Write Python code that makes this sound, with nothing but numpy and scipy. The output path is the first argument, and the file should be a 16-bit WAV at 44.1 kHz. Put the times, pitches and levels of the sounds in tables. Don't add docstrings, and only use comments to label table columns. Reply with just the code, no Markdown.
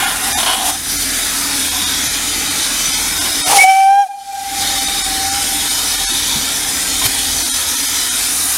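import sys
import numpy as np
from scipy import signal
from scipy.fft import rfft, dct
from scipy.io import wavfile
from scipy.ndimage import uniform_filter1d

SR = 44100
rng = np.random.default_rng(int(sys.argv[2]) if len(sys.argv) > 2 else 0)


def voltage_ratio(level):
    return 10 ** (np.asarray(level, float) / 20)


def file_out(sig):
    cols = np.atleast_2d(sig).T
    lim = np.clip(cols, -1, 1)
    pcm = np.round(lim * 32767).astype(np.int16)
    wavfile.write(sys.argv[1], SR, pcm)


N = 377937

# frequency in Hz, density in dB per Hz.
FIZZ_SPECTRUM = [(1470, -31.0), (2500, -12.0), (2870, -44), (2980, -7.0), (3420, -5.5), (3690, -1.5),
                 (4540, -5.0), (5890, -2.5), (7410, -4.0), (9620, -0.5), (11900, -6.5), (15600, -17),
                 (16500, -22)]
# frequency in Hz, density in dB per Hz.
BODY_SPECTRUM = [(260, -12), (450, -13.5), (659, -8), (759, -2.5), (1090, -7), (1550, 2), (1680, -1),
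                 (2900, -6), (3770, -50), (6380, -120)]
# frequency in Hz, density in dB per Hz.
RUMBLE_SPECTRUM = [(18, -30), (30, -11.5), (59, 3.5), (81, 0), (92, -22), (108, -3), (173, -2.5),
                   (235, 1.5), (286, 8.5), (325, 0.5), (350, -8), (451, -3), (520, -11.5), (680, -13),
                   (1140, -120)]
# frequency in Hz, width in Hz, lift in dB.
PIPE_MODES = [(797, 20, 2.5), (1562, 295, -9.5), (2308, 43, 8.5), (2920, 91, -4.5), (3035, 63, 1.5),
              (3354, 320, -2.5), (3716, 110, -1), (4356, 87, 0.5), (4800, 75, 0.5), (5143, 150, 0),
              (6016, 100, 4), (6910, 250, -5)]
# frequency in Hz, width in Hz, level in dB over the rumble, fuzz share, throb share.
DRONE = [
    (39.6, 5.1, -7, 0.44, 1),
    (80.7, 1.7, -7.5, 0.34, 0.12),
]
# time in seconds, level in dB, brightness in dB per octave.
LEAK_DRIFT = [(0, -1, 3), (.8, 0.5, 1), (1.1, -0.1, 0.5), (1.7, 0, -0.5), (2.3, -0.6, -1.5),
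              (2.85, 0.5, -1.5), (3.2, -0.4, 0.5), (4.4, 2, -1), (4.75, -0.9, -1.5), (5.2, -0.8, -1.5),
              (5.6, 0.3, -0.5), (6.2, .6, -1.9), (6.7, -1, 0), (7.3, 1, -1), (7.7, 0.5, 0.5), (8.1, 0.5, 0),
              (8.57, 0.4, 4.5)]
# start in seconds, flow in dB, hold in seconds.
LEAK_SURGES = [
    (0.637, 1, 0.046),
    (7.027, 6, 0.013),
]
# time in seconds, flow in dB over the leak.
VALVE_JET = [(3.44, -9), (3.468, -3), (3.48, 1.5), (3.495, 3), (3.51, 6), (3.536, 5.5), (3.555, 12.5),
             (3.572, 19.5), (3.596, 16), (3.62, 21), (3.642, 22), (3.652, 14.5), (3.7, 18.5), (3.8, 18),
             (3.9, 13), (4.03, 7.5), (4.1, -1)]
# frequency in Hz, density in dB per Hz.
JET_SPECTRUM = [(90, -12), (300, -14), (600, -3), (1500, -6), (2900, -0.5), (4000, -5), (6000, 0),
                (7800, -4.5), (9600, 2.5), (12000, -8), (16500, -18)]
# start in seconds, level in dB, hold in seconds, darkness from 0 to 1.
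WET_SPITS = [(0, -19, 0.12, 0), (0.38, -15, .003, 0.01), (0.398, -15, 0.0066, 0),
             (0.427, -12.5, .004, 0.01), (0.458, -10.5, 0.086, 0), (0.563, -17, 0.063, 0.03),
             (0.647, -24, 0.032, 0), (0.688, -23, 0.0091, 0), (3.199, -25, .015, 0),
             (3.245, -21, 0.02, 0.1), (7.012, -20, .008, 0), (7.048, -28, 0.011, 0.4)]
# frequency in Hz, density in dB per Hz.
SPIT_SPECTRUM = [(250, -13), (560, -15.5), (700, -1.5), (1080, -8.5), (1200, -10), (1600, -9.5),
                 (1750, -15), (2780, -7), (2960, -2), (3100, -7), (3800, -12.5), (5000, -11), (7000, -21),
                 (10000, -7), (15600, -43)]
# frequency in Hz, density in dB per Hz.
THUD_SPECTRUM = [(30, 12), (120, -16), (220, 19), (400, 12), (900, -58), (3000, -60)]
# frequency in Hz, width in Hz, lift in dB.
COCK_MODES = [(760, 65, -9), (1030, 110, 10), (1440, 80, 12), (1580, 60, 0), (2100, 90, 3), (3040, 80, 1),
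              (3330, 180, 9), (3700, 160, 2), (4330, 120, -2)]
# start in seconds, pitch in Hz, level in dB, 60 dB decay in seconds.
FRAME_KNOCKS = [(1.81, 198, -26, .25), (2.06, 126.5, -29.5, .25), (3.22, 253.5, -35, 0.22),
                (3.24, 356, -30.5, 0.3), (6.111, 362, -29, 0.21), (6.35, 221, -22.5, 0.28),
                (6.35, 145, -24, .2), (7.05, 107, -17, 0.087), (7.05, 394, -25, .12),
                (7.42, 328, -31.5, 0.22)]
# time in seconds, pitch in Hz, level in dB.
PIPE_MOAN = [(0, 790, -22), (.12, 770, -25), (.2, 790, -31), (.36, 778, -24.5), (.385, 760, -21),
             (.42, 770, -35), (.55, 765, -28), (.68, 757, -20), (.79, 750, -33)]
# time in seconds, pitch in Hz, level in dB.
WHISTLE_STUTTER = [(3.45, 741, -14), (3.484, 730, -24), (3.51, 816, -15), (3.556, 803, -5.5),
                   (3.566, 790, -4), (3.577, 795, 6), (3.588, 797, -4), (3.598, 777, 6), (3.608, 774, -17),
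                   (3.622, 790, 5), (3.63, 760, -7)]
# time in seconds, level in dB.
WHISTLE_LOCKED = [(3.642, 16), (3.654, 13.5), (3.668, 10.5), (3.69, 17), (3.748, 15), (3.797, 18.5),
                  (3.861, 20.5), (3.93, 21.5), (3.962, 19.5), (3.995, 22), (4.015, 19), (4.04, 14.5),
                  (4.058, 4), (4.066, 9), (4.074, -1), (4.087, -27)]
# time in seconds, pitch in Hz, third partial in dB, second partial in dB.
WHISTLE_PRESSURE = [(3.575, 719, -28, -34), (3.587, 729, 5, -32), (3.603, 747, 8.5, -29),
                    (3.625, 760, 11, -27), (3.642, 752, 12, -25), (3.657, 757, 0, -24), (3.69, 771, 9, -9),
                    (3.73, 768.5, 3.5, -10), (3.79, 775.5, 2.5, -11), (3.86, 776.5, -0.5, -6),
                    (3.9, 786, -3, -1), (3.99, 803, -6.5, 2), (4.025, 808, -10, 0), (4.046, 770, -13, -8),
                    (4.056, 767, -40, -40), (4.08, 715, -60, -60)]
# multiple of the pitch, level in dB under partial 2.
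UPPER_PARTIALS = [(4, -11), (5, -16), (6, -26), (7, -18), (8, -19), (9, -24)]
# delay in seconds, level in dB, slope in dB per second.
RING_PATHS = [
    (0.004, 11, -100),
    (0.22, -0.5, -72),
    (0.049, -22.5, -11.5),
    (0.725, -23, -110),
    (0.66, -19, -200),
]
RING_NULLS = [4.04, 4.085, 4.133, 4.168, 4.205, 4.238, 4.327, 4.368, 4.404, 4.44, 4.505, 4.56, 4.61, 4.65,
              4.675, 4.716, 4.76, 4.86, 4.935, 4.985]
# delay in seconds, level in dB.
HILL_RETURNS = [(.95, -62), (1.385, -44), (1.64, -54), (2.0, -72), (2.14, -57.5)]
# frequency in Hz, level in dB, 60 dB decay in seconds.
LINK_CLINK = (7.058, [(13400, -19, .13), (14200, -22, .05), (2450, -24, .07)])
# from seconds, to seconds, depth in dB.
GAIN_DUCKS = [
    (-.03, 0.22, 3.5),
    (0.385, 0.602, 5.5),
    (0.658, 0.819, 8),
    (3.526, 4.144, 29.5),
]
COARSE_ONCE = [.061, .978, 1.704, 1.855, 2.09, 2.493, 2.92, 2.963, 3.199, 3.326, 3.817, 3.86, 4.798, 4.862,
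               5.033, 5.309, 5.695, 5.97, 6.121, 7.442, 7.764, 7.872, 8.104]
COARSE_TWICE = [.341, 3.43, 6.058, 7.507]
# time in seconds, difference in dB.
TREBLE_SPLIT = [(.412, -25), (1.225, -32), (1.297, -34), (1.6, -27), (2.11, -28), (4.995, -30),
                (5.155, -45), (5.22, -36), (5.64, -34), (7.15, -41), (8.54, -36)]


def evened(x):
    return x / np.sqrt(np.mean(x ** 2) + 1e-20)


def smoothed_noise(count, size):
    return evened(uniform_filter1d(rng.standard_normal(count), size=size))


def read(points, hz):
    f, value = np.transpose(points)
    return np.interp(np.log(hz + 1), np.log(f + 1), value, left=-90, right=-90)


def columns(rows):
    s, *values = np.transpose(rows)
    t = np.arange(N) / SR
    gate = np.clip(np.minimum(t - s[0], s[-1] - t) / 0.024, 0, 1)
    return [gate] + [np.interp(t, s, v) for v in values]


def burst(s, rise, hold, fall):
    t = np.arange(N) / SR
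    return np.clip((t - s) / rise, 0, 1) * np.exp(-np.maximum(t - s - rise - hold, 0) / fall)


def resonate(x, hz, width):
    turn = np.exp(2j * np.pi * np.cumsum(hz * np.ones(len(x))) / SR)
    r = np.exp(-np.pi * width / SR)
    return 2 * (turn * signal.lfilter([1 - r], [1, -r], x / turn)).real


def noise(spectrum, modes, ring_db, patchy_db, flicker_db, comb_db=5.0, size=1024, tilt_db=np.zeros(1)):
    hop = size // 4
    frames, hz = N // hop + 5, np.fft.rfftfreq(size, 1 / SR)
    a, b, patches = rng.standard_normal((frames, len(hz), 3)).T
    patches = evened(uniform_filter1d(uniform_filter1d(patches, size=7, axis=0), size=14, axis=1))
    flicker = smoothed_noise(frames, 4)
    comb = comb_db * evened(uniform_filter1d(rng.standard_normal((frames, len(hz))), size=50, axis=0)).T
    rings = 0
    for f, width, db in modes:
        wander = 1 + 0.16 * evened(uniform_filter1d(patches[round(f * size / SR)], size=60))
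        rings = rings + np.outer((ring_db + 0.46 * db) / (1 + (2 * (hz - f) / width) ** 2), wander)
    patches = patches * (1 + np.clip(hz / 9000 - 1, 0, 0.25))[:, None]
    tilt = np.interp(np.arange(frames) * hop, np.arange(len(tilt_db)), tilt_db)
    lean = np.log2((hz + 1) / 6500)[:, None] * tilt
    level_db = lean + read(spectrum, hz)[:, None] + rings + comb + patchy_db * patches + flicker_db * flicker
    return signal.istft((a + 1j * b) * voltage_ratio(level_db), nperseg=size, noverlap=size - hop)[1][:N]


def in_band(x, lo, hi):
    hz = np.fft.rfftfreq(N, 1 / SR)
    power = abs(rfft(x)[(hz > lo) & (hz < hi)]) ** 2
    return x * N / np.sqrt(2 * power.sum())


def firebox_drone():
    t = np.arange(N) / SR
    throb_db = 2 * np.cos(2 * np.pi * (t - 1.08))
    out = np.zeros(N)
    for hz, width, db, fuzz, share in DRONE:
        rough = evened(resonate(rng.standard_normal(N), hz, width))
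        out += voltage_ratio(db + share * throb_db) * evened(np.sin(2 * np.pi * hz * t) + fuzz * rough)
    return out


def steam():
    t = np.arange(N) / SR
    fizz_db, body_db, rumble_db = -19, -33.5, -33.5
    surges = sum(voltage_ratio(db) * burst(s, 0.025, hold, 0.0063) for s, db, hold in LEAK_SURGES)
    flow = np.sqrt(1 + surges ** 2)

    gate, jet_db = columns(VALVE_JET)
    jet = noise(JET_SPECTRUM, [], 0, patchy_db=1.0, flicker_db=0.9, comb_db=2.0, size=512)
    jet = gate * voltage_ratio(fizz_db + jet_db) * in_band(jet, 5500, 15000)

    _, leak_db, bright_db = columns(LEAK_DRIFT)
    fizz = noise(FIZZ_SPECTRUM, PIPE_MODES, ring_db=6.0, patchy_db=1.8, flicker_db=0.5, comb_db=2.1,
                 tilt_db=bright_db)
    fizz = voltage_ratio(fizz_db + leak_db) * in_band(fizz, 5400, 15000)

    body_db = body_db - 0.29 * t
    body_db += 3.5 * np.exp(-(t / 0.38) ** 2)
    body_db -= 2.5 * np.exp(-((t - 1) / 0.25) ** 2)
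    body = noise(BODY_SPECTRUM, PIPE_MODES, ring_db=-0.5, patchy_db=2.0, flicker_db=0.14, comb_db=2.5, size=2048)
    body = voltage_ratio(body_db) * in_band(body, 1145, 1467)

    rumble_db = rumble_db - 3.5 * np.clip((t - 7.4) / 0.16, 0, 1)
    rumble = noise(RUMBLE_SPECTRUM, [], 0, patchy_db=1.0, flicker_db=-0.5, comb_db=2.5, size=4096)
    rumble = in_band(rumble, 100, 450)
    return jet + flow * (fizz + body) + voltage_ratio(rumble_db) * (flow ** 0.25 * rumble + firebox_drone())


def spits():
    bright = evened(noise(SPIT_SPECTRUM, COCK_MODES, ring_db=9.0, patchy_db=0, flicker_db=0, comb_db=1.5))
    dull = evened(noise(THUD_SPECTRUM, [], 0, patchy_db=0, flicker_db=0))
    out = np.zeros(N)
    for s, db, hold, dark in WET_SPITS:
        shape = burst(s, 0.0045, hold, 0.011 + 0.076 * dark)
        out += voltage_ratio(db) * shape * (np.sqrt(1 - dark) * bright + np.sqrt(dark) * dull)
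    t = np.arange(N) / SR
    for s, hz, db, t60 in FRAME_KNOCKS:
        out += voltage_ratio(db) * burst(s, 0.0065, 0, t60 / np.log(1000)) * np.sin(2 * np.pi * hz * (t - s))
    return out


def moan():
    gate, hz, db = columns(PIPE_MOAN)
    return gate * voltage_ratio(db) * evened(resonate(resonate(rng.standard_normal(N), hz, 120), hz, 120))


def whistle():
    t = np.arange(N) / SR
    lock_s, jump_s = 3.545, 3.61
    upper_gate, pipe_hz, third_db, second_db = columns(WHISTLE_PRESSURE)
    gate, db = columns([(s, db) for s, _, db in WHISTLE_STUTTER] + WHISTLE_LOCKED)
    hz = np.where(t < WHISTLE_STUTTER[-1][0], columns(WHISTLE_STUTTER)[1], pipe_hz)
    breath = 0.018 + 0.19 * (t < jump_s) + 0.67 * (t < lock_s)
    db = db + 0.4 * np.cos(2 * np.pi * 9.6 * (t - 3.995)) * (t > jump_s)
    fuzz = evened(resonate(rng.standard_normal(N), hz, 170))
    tone = np.sqrt(2 - 2 * breath ** 2) * np.sin(2 * np.pi * np.cumsum(hz) / SR)
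    out = gate * voltage_ratio(db) * (tone + breath * fuzz)

    mixed_db = np.minimum(third_db, 8) - 20 * np.clip((WHISTLE_LOCKED[0][0] - t) / 0.02, 0, 1)
    partials = [(2.998, third_db), (4, mixed_db - 14.5), (7, mixed_db - 17), (2, second_db)]
    partials += [(k, second_db + under_db) for k, under_db in UPPER_PARTIALS]
    phase = 2 * np.pi * np.cumsum(pipe_hz) / SR
    for k, partial_db in partials:
        flutter = voltage_ratio(0.55 * k * smoothed_noise(N, 400))
        out += upper_gate * voltage_ratio(partial_db) * np.sqrt(2) * flutter * np.sin(k * phase)
    return out


def ring():
    t = np.arange(N) / SR
    age = np.maximum(t - 4.04, 0)
    hz = 790 + 23.89 * np.exp(-age / 0.12)
    power = np.zeros(N)
    for s, db, db_per_s in RING_PATHS:
        power += (np.clip((age - s) / 0.05, 0, 1) * voltage_ratio(db + db_per_s * (age - s))) ** 2
    phase = 2 * np.pi * np.cumsum(hz) / SR
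    later = RING_NULLS[-1] + 0.1 * np.cumsum(rng.uniform(0.5, 1.5, size=60))
    nulls = np.append(RING_NULLS, later)
    beat = np.sin(np.pi * np.interp(t, nulls, np.arange(len(nulls))))
    beat = np.sign(beat) * abs(beat) ** 0.64
    smear = [evened(resonate(resonate(rng.standard_normal(N), k * hz, 30), k * hz, 30)) for k in range(1, 5)]
    shallow = (t > 4.125) & (t < 4.225)
    fill = 0.2 + 0.7 * uniform_filter1d(shallow * 1.0, size=900)
    late = np.clip((t - RING_NULLS[1]) / 0.01 + 0.5, 0, 1)
    lowest = 1.7 * beat * np.sin(phase) + fill * np.cos(phase) + 0.12 * smear[0]
    upper = voltage_ratio(-19) * smear[1] + voltage_ratio(-22) * smear[2] + voltage_ratio(-30) * smear[3]
    return np.sqrt(power) * (late * lowest + upper)


def echo(blast):
    dull = resonate(blast, 790, 263.5)
    waver = 1 + 0.14 * smoothed_noise(N, 1200)
    return waver * sum(voltage_ratio(db) * np.pad(dull, (round(s * SR), 0))[:N] for s, db in HILL_RETURNS)


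def clink():
    s, modes = LINK_CLINK
    t = np.maximum(np.arange(N) / SR - s, 0)
    return sum(voltage_ratio(db - 60 * t / t60) * np.sin(2 * np.pi * hz * t) for hz, db, t60 in modes)


def scene():
    blast = whistle() + ring()
    mix = steam() + spits() + moan() + blast + echo(blast) + clink()
    return np.tile(mix, (2, 1))


def gain_control():
    t, cut_db = np.arange(N) / SR, np.zeros(N)
    for start, stop, db in GAIN_DUCKS:
        sunk = db * (1 - np.exp(-(np.clip(t, start, stop) - start) / 0.11))
        back = uniform_filter1d(61 * np.maximum(t - stop, 0), size=round(0.063 * SR))
        cut_db += sunk - np.minimum(back, sunk)
    return voltage_ratio(-uniform_filter1d(cut_db, size=900))


def coarsen(x):
    out, size = x.copy(), 1882
    window = np.hanning(size)
    _, _, blast_from, blast_to = 0, 0, *GAIN_DUCKS[-1][:2]
    moments = [(s, 8.5 - 3.5 * (blast_from < s < blast_to)) for s in COARSE_ONCE]
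    moments += [(s + k * 1024 / 48000, 10.5) for s in COARSE_TWICE for k in range(2)]
    for s, db in moments:
        part = slice(round(s * SR) - size // 2, round(s * SR) + size // 2)
        lines = dct(x[part] * np.sqrt(window), type=4, norm="ortho")
        local = uniform_filter1d(lines ** 2, size=60) + 1e-12
        step = voltage_ratio(db + 1) * local ** 0.31 * np.median(local[:1300]) ** 0.19
        coarse = np.round(lines / step) * step
        coarse *= min(np.linalg.norm(lines) / (np.linalg.norm(coarse) + 1e-9), 1.8)
        out[part] += dct(coarse, type=4, norm="ortho") * np.sqrt(window) - x[part] * window
    return out


def top_cut(x):
    return signal.sosfilt(signal.butter(12, 15730, fs=SR, output="sos"), x)


def record(dry):
    mono = coarsen(np.clip(dry[0] * gain_control(), -0.98, 0.98))
    t = np.arange(N) / SR
    band = signal.butter(8, [4300, 15500], "band", fs=SR, output="sos")
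    treble = evened(signal.sosfilt(band, mono[::-1]))
    side = treble * sum(voltage_ratio(db) * np.exp(-((t - s) / 0.012) ** 4) for s, db in TREBLE_SPLIT)
    return top_cut(np.array([mono + side, mono - side]))


dry = scene()
out = record(dry)
file_out(out)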